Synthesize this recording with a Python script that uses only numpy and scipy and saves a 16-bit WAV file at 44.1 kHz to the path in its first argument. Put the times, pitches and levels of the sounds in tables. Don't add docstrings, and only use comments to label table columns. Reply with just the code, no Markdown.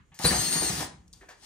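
import sys
import numpy as np
from scipy import signal
from scipy.fft import rfft, irfft, next_fast_len
from scipy.io import wavfile
from scipy.ndimage import map_coordinates

SR = 44100
rng = np.random.default_rng(int(sys.argv[2]) if len(sys.argv) > 2 else 0)


def rack_gain(trim_db):
    fader = np.asarray(trim_db, float)
    return 10 ** (fader / 20)


def wav_record(signal):
    frames = np.transpose(np.atleast_2d(signal))
    bounded = np.clip(frames, -1, 1)
    quanta = np.round(bounded * 32767).astype(np.int16)
    wavfile.write(sys.argv[1], SR, quanta)


N = 63945
T = np.arange(N) / SR


def unit(x):
    return x / np.sqrt(np.mean(x ** 2) + 1e-20)


def along(points, hz):
    f, v = np.transpose(points)
    return np.interp(np.log(hz + 1), np.log(f + 1), v)


def wobble(rate):
    points = rng.standard_normal(int(N * rate / SR) + 4)
    return map_coordinates(points, [T * rate])


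def noise():
    return rng.standard_normal(N)


def filtered(x, response):
    m = next_fast_len(N + SR // 2)
    f = np.fft.rfftfreq(m, 1 / SR)
    return irfft(rfft(x, m) * response(f), m)[..., :N]


def level(rows):
    s, db = np.transpose(rows)
    return rack_gain(np.interp(T, s, db, left=-150, right=-150))


def strike(s, attack_s, t60):
    t = np.clip(T - s, 0, None)
    return (1 - np.exp(-t / attack_s)) * rack_gain(-60 * t / t60)


def peaks(rows, f):
    return rack_gain(sum(db / (1 + (2 * (f - c) / w) ** 2) for c, w, db in rows))


def octave_bell(hz, centre_hz, octaves):
    return np.exp(-(np.log2(hz / centre_hz) / octaves) ** 2)


# (time [s], tooth rate [Hz], level [dB])
GEAR_MESH = [
    (0.254, 2010, -53),
    (.31, 2048, -40),
    (0.358, 2107, -29.5),
    (0.453, 2141, -31),
    (0.597, 2207, -29.5),
    (0.668, 2139, -32.5),
    (0.702, 2000, -33),
    (0.736, 1760, -52),
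    (.76, 1710, -91),
]
# (multiple, level [dB])
TOOTH_HARMONICS = [(2, -6), (3, -4), (4, 2), (6, -19), (7, -30.5)]


def whine():
    s, hz, db = np.transpose(GEAR_MESH)
    tooth_hz = np.interp(T, s, hz) * (1 + 0.0013 * wobble(60.94))
    phase = 2 * np.pi * np.cumsum(tooth_hz) / SR
    tones = 0
    for multiple, tone_db in TOOTH_HARMONICS:
        fading_db = 1.5 * (wobble(39.4) + wobble(250))
        blur = 0.35 * wobble(400)
        tones = tones + rack_gain(tone_db + fading_db) * np.sin(multiple * phase + blur)
    return level(np.c_[s, db]) * tones


# (time [s], level [dB])
MOTOR_EFFORT = [
    (.19, -34),
    (.196, -53.5),
    (.24, -33.5),
    (.246, -31),
    (.31, -36.5),
    (.6, -36.5),
    (.82, -38.5),
    (.85, -48),
    (.87, -90.5),
]
# (time [s], level [dB])
MOTOR_RESTART = [
    (1.37, -75),
    (1.41, -64),
    (1.43, -54),
    (1.45, -56),
]
# (frequency [Hz], level [dB per Hz])
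GEAR_TONE = [(150, -21), (300, -0.5), (2230, -13.5), (6390, -10.5), (9000, -6.5), (10500, -7), (12500, -17),
             (16300, -17)]
# (centre [Hz], width [Hz], level [dB])
HOUSING_PEAKS = [(834, 73, 7), (537, 120, -10.5), (1837, 390, 6.5), (4250, 6300, 8), (3880, 64, 4.5),
                 (5050, 110, 4.5), (5390, 54, 4.5), (6250, 810, 2), (8740, 2000, 0), (9200, 570, 1.5)]


def gears():
    grit_db = 2.5 * wobble(980) + 1.5 * wobble(69.2)
    hiss = filtered(noise() * rack_gain(grit_db), lambda f: rack_gain(along(GEAR_TONE, f)) * peaks(HOUSING_PEAKS, f))
    dull = filtered(hiss, lambda f: 1 / (1 + (f / 12960) ** 4))
    return unit(hiss) * level(MOTOR_EFFORT) + unit(dull) * level(MOTOR_RESTART)


# (start [s], pitch [Hz], level [dB],
# 60 dB decay [s])
SQUEALS = [(.242, 4330, -21, .06), (.248, 4050, -13, .04), (.256, 4200, -23, .035), (.264, 3950, -32, .06),
           (.262, 4150, -35, .15), (.257, 4600, -24, .1), (.267, 4613, -20, .06), (.286, 4613, -23, .08),
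           (.345, 4720, -29, .06), (.365, 4740, -32, .06), (.252, 8032, -29, .12), (.272, 8060, -26, .07),
           (.258, 8850, -27, .08), (.273, 9250, -24, .05), (.25, 8600, -28, .12), (.254, 9300, -23, .08),
           (.264, 9150, -20, .09), (.272, 8400, -28, .08), (.284, 9200, -23, .06), (.308, 9050, -29, .06),
           (.345, 9150, -33, .1), (.32, 4100, -32, .08), (.3, 9028, -31, .1), (.244, 12800, -38, .1),
           (1.425, 4355, -66, .5), (1.425, 5827, -68, .5), (1.425, 832, -67, .5)]


def squeal():
    out = 0
    for s, hz, db, t60 in SQUEALS:
        flutter = rack_gain(db + 5.5 + 2.6 * wobble(150.2))
        tone = np.sin(2 * np.pi * hz * T + 0.55 * wobble(200))
        out = out + flutter * strike(s, 0.003, t60) * tone
    return out


# (time [s], level [dB], 60 dB decay [s], pitch most excited [Hz])
BIT_THUMPS = [(0.119, -62, 0.33, 145), (0.196, -39, 0.12, 198), (0.2433, -19.5, 0.11, 169),
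              (0.242, -32, 0.52, 70.6), (.25, -29, 0.069, 400), (0.31, -28.5, 0.1, 240),
              (.325, -29, 0.16, 206), (.343, -41.5, 0.13, 321), (0.317, -30, 0.38, 65.5),
              (.385, -33.5, 0.18, 114.4), (0.421, -46, 0.81, 214), (0.469, -41.5, 0.29, 213),
              (.5, -43.5, 0.45, 202), (0.534, -39.5, 0.17, 264), (0.554, -32, 0.14, 180),
              (.56, -44.5, 0.09, 400), (0.619, -33, 0.16, 266), (0.601, -42.5, 0.9, 70),
              (0.696, -33.5, 0.18, 161.5), (0.723, -39, 0.16, 148), (0.731, -45, 0.21, 73),
              (0.769, -37.5, 0.28, 147), (.805, -29.5, 0.083, 226), (0.826, -40, 0.14, 78),
              (0.916, -54.5, 0.4, 145), (.92, -55, 0.24, 77.1), (1.001, -63.5, 0.61, 180),
              (0.98, -53, 0.37, 73.2), (1.05, -70, 1, 182)]
# (frequency [Hz], level [dB])
PANEL_MODES = [(61, 7.5), (75, 4), (108, 5), (141, 3.5), (176, 4.5), (215, 1), (258, -6.5), (325, 1.5),
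               (372, 4.5), (420, 5.5), (470, 10)]


def cabinet():
    attack_s, rattle_db, rattle_hz, rattle_s = 0.0016, -7, 1400, 0.16

    def rattle_band(f):
        low_cut = (f / 600) ** 2 / (1 + (f / 600) ** 2)
        return low_cut / (1 + (f / rattle_hz) ** 2)

    rattle = unit(filtered(noise(), rattle_band))
    hz, db = np.transpose(PANEL_MODES)[..., None]
    out = 0
    for s, thump_db, t60, pitch_hz in BIT_THUMPS:
        turn = 0.54 * rng.random((len(PANEL_MODES), 1))
        modes = rack_gain(db) * octave_bell(hz, pitch_hz, 0.61) * np.sin(2 * np.pi * (hz * (T - s) + turn))
        ringing = strike(s, attack_s, t60) * modes.sum(0)
        rattling = rack_gain(rattle_db) * min(pitch_hz / 200, 1) * strike(s, attack_s, rattle_s) * rattle
        out = out + rack_gain(thump_db) * (ringing + rattling)
    return out


# (time [s], level [dB], centre [Hz], 60 dB decay [s])
HANDLING = [(0.118, -63.5, 890, 0.58), (0.118, -62, 2350, 1), (0.142, -56, 6380, 1),
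            (.146, -54, 13200, .03), (0.196, -39, 860, 0.18), (0.246, -31.5, 10970, 0.11),
            (.254, -36, 8750, .15), (0.307, -28, 1870, 0.072), (0.323, -32, 795, 0.23),
            (0.326, -33, 1860, 0.074), (.548, -46, 820, 0.083), (0.614, -37.5, 807, 0.22),
            (0.703, -37, 700, 0.081), (0.801, -39.5, 1010, 0.19), (0.82, -34, 742, 0.1),
            (1.074, -68, 6940, 0.021), (1.079, -53, 6380, 0.021), (1.129, -43, 6600, 0.017),
            (1.1344, -36, 5440, 0.012), (1.138, -50, 6450, 0.03), (1.15, -65, 6900, 1),
            (1.135, -70, 1036, 0.54), (1.14, -70.5, 3440, 0.99), (1.212, -60, 2950, 0.17),
            (1.288, -58, 3430, 0.34), (1.287, -69, 13500, 0.18), (1.211, -56, 1690, 0.32),
            (1.214, -57, 400, 0.3), (1.231, -50.5, 930, 0.064), (1.286, -47.5, 1740, 0.2),
            (1.289, -52, 5860, 0.21), (1.288, -48, 461, 0.14), (1.3, -53, 1140, 0.24)]
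# (centre [Hz], width [Hz], level [dB])
PLATE_PEAKS = [(400, 85, 6), (816, 180, 7), (1740, 170, 9.5), (2700, 170, 0), (3380, 150, 3),
               (4800, 300, 2.5), (6000, 170, -1.5), (13500, 14000, -1.5)]


def clicks():
    out = 0
    for s, db, hz, t60 in HANDLING:
        burst = filtered(noise(), lambda f: peaks(PLATE_PEAKS, f) * octave_bell(f + 1, hz, 0.7))
        out = out + rack_gain(db) * strike(s, 0.00037, t60) * unit(burst)
    return out


def cabinet_reflections(x):
    delays = 0.025 * rng.random((9, 2, 1))

    def bounces(f):
        echoes = sum((-1) ** k * np.exp(-2j * np.pi * f * d) for k, d in enumerate(delays))
        return rack_gain(-8) * f ** 2 / (f ** 2 + 493 ** 2) * echoes

    return filtered(x, bounces)


SIDES = np.array([[0.5], [-0.5]])

# (frequency [Hz], phase [radians])
PHASE_LEAD = [(150, -.1), (300, 0.56), (4000, 1.33), (9000, 1.9), (12000, 1.5), (13000, -0.26)]


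def two_microphones(x):
    return filtered(x, lambda f: np.exp(1j * SIDES * along(PHASE_LEAD, f)))


# (frequency [Hz], left minus right [dB])
SIDE_LEAN = [(40, 5.5), (125, 0), (700, 0.5), (2500, 2.5), (9000, 5.5), (13000, -12.5)]


def leaning(pair):
    return filtered(pair, lambda f: rack_gain(SIDES * along(SIDE_LEAN, f)))


# (frequency [Hz], likeness [0 to 1])
LIKENESS = [(50, .9), (110, 0.72), (200, 1), (350, 0.64), (550, 0), (12000, 0.27)]


def spread(pair):
    def shares(f):
        turn = np.arccos(np.clip(along(LIKENESS, f), -1, 1)) / 2
        return np.array([np.cos(turn), np.sin(turn)])

    mid, side = filtered(pair, shares)
    return np.array([mid + side, mid - side])


# (frequency [Hz], 60 dB decay [s])
ROOM_DECAY = [(60, 0.99), (250, 0.37), (2000, 0.35), (9000, 0.28), (12500, 0.1)]
# (frequency [Hz], level [dB])
ROOM_LEVEL = [(100, -5), (250, 4.5), (500, 4), (4000, 2), (12000, -0.5)]


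def workshop(x):
    hz, t, z = signal.stft(rng.standard_normal((2, SR)), SR, nperseg=256)
    t60 = along(ROOM_DECAY, hz)[:, None]
    decay = rack_gain(-60 * t / t60) * np.sqrt(0.3 / t60)
    tail = signal.istft(z * decay, SR, nperseg=256)[1]
    tail = tail / np.linalg.norm(tail[0])
    late = np.pad(x, (200, 0))[None]
    wet = signal.fftconvolve(late, tail, axes=1)[:, :N]
    return spread(filtered(wet, lambda f: rack_gain(along(ROOM_LEVEL, f))))


def air(spectrum):
    pair = rng.standard_normal((2, N))
    return unit(spread(filtered(pair, lambda f: rack_gain(along(spectrum, f)))))


# (frequency [Hz], level [dB per Hz])
FLOOR_TONE = [(24, -28.5), (40, 3), (135, -20.5), (415, -30.5), (1000, -42), (1740, -41), (2800, -43.5),
              (4730, -51.5), (6930, -39), (12000, -59.5), (15600, -60), (22000, -120)]
# (frequency [Hz], level [dB per Hz])
EARLIER_TONE = [(29, -43.5), (50, -1.5), (176, -7.5), (595, -53), (963, -23.5), (1750, -26), (4380, -40),
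                (6460, -57.5), (12000, -72), (15600, -100), (22000, -120)]


def background():
    steady = rack_gain(-56 + 2.2 * wobble(10)) * air(FLOOR_TONE)
    dying = rack_gain(-52 - 60 * T / 0.3) * air(EARLIER_TONE)
    return steady + dying


def scene():
    hiss = gears()
    tones = whine() + squeal() + cabinet()
    small = clicks()
    direct = two_microphones(hiss + tones + small) + cabinet_reflections(hiss)
    wet = workshop(hiss + rack_gain(-8) * tones + rack_gain(-8) * small)
    return leaning(direct + wet) + background()


# (centre [Hz], width [Hz], level [dB])
NARROW_DIPS = [(5350, 110, -9), (7650, 230, -10), (3650, 90, -5)]


def microphone(pair):
    low_cut_hz = 46
    return filtered(pair, lambda f: (1j * f / (low_cut_hz + 1j * f)) ** 4 * peaks(NARROW_DIPS, f))


def gapped(x, rows):
    f, t, z = signal.stft(x, SR, nperseg=1024)

    def above(hz):
        edge_hz = hz + 230 * np.interp(t, T, wobble(24))
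        return 0.5 + 0.5 * np.tanh((f[:, None] - edge_hz) / 60)

    cut_db = sum(db * above(lo) * (1 - above(hi)) for lo, hi, db in rows)
    return signal.istft(z * rack_gain(cut_db), SR, nperseg=1024)[1][:N]


# (low edge [Hz], high edge [Hz], level [dB])
SHARED_GAPS = [(10600, 11900, -24), (15500, 20000, -32)]
# (low edge [Hz], high edge [Hz], level [dB])
DIFFERENCE_GAPS = [(12400, 14600, -30), (15800, 20000, -25)]


def thin_treble(pair):
    left, right = pair
    mid = gapped(left + right, SHARED_GAPS) / 2
    side = gapped(left - right, DIFFERENCE_GAPS) / 2
    return np.array([mid + side, mid - side])


def top_cut(x):
    return signal.sosfilt(signal.butter(12, 16440, fs=SR, output="sos"), x)


def record(dry):
    mix = thin_treble(microphone(dry))
    return top_cut(mix)


dry = scene()
out = record(dry)
wav_record(out)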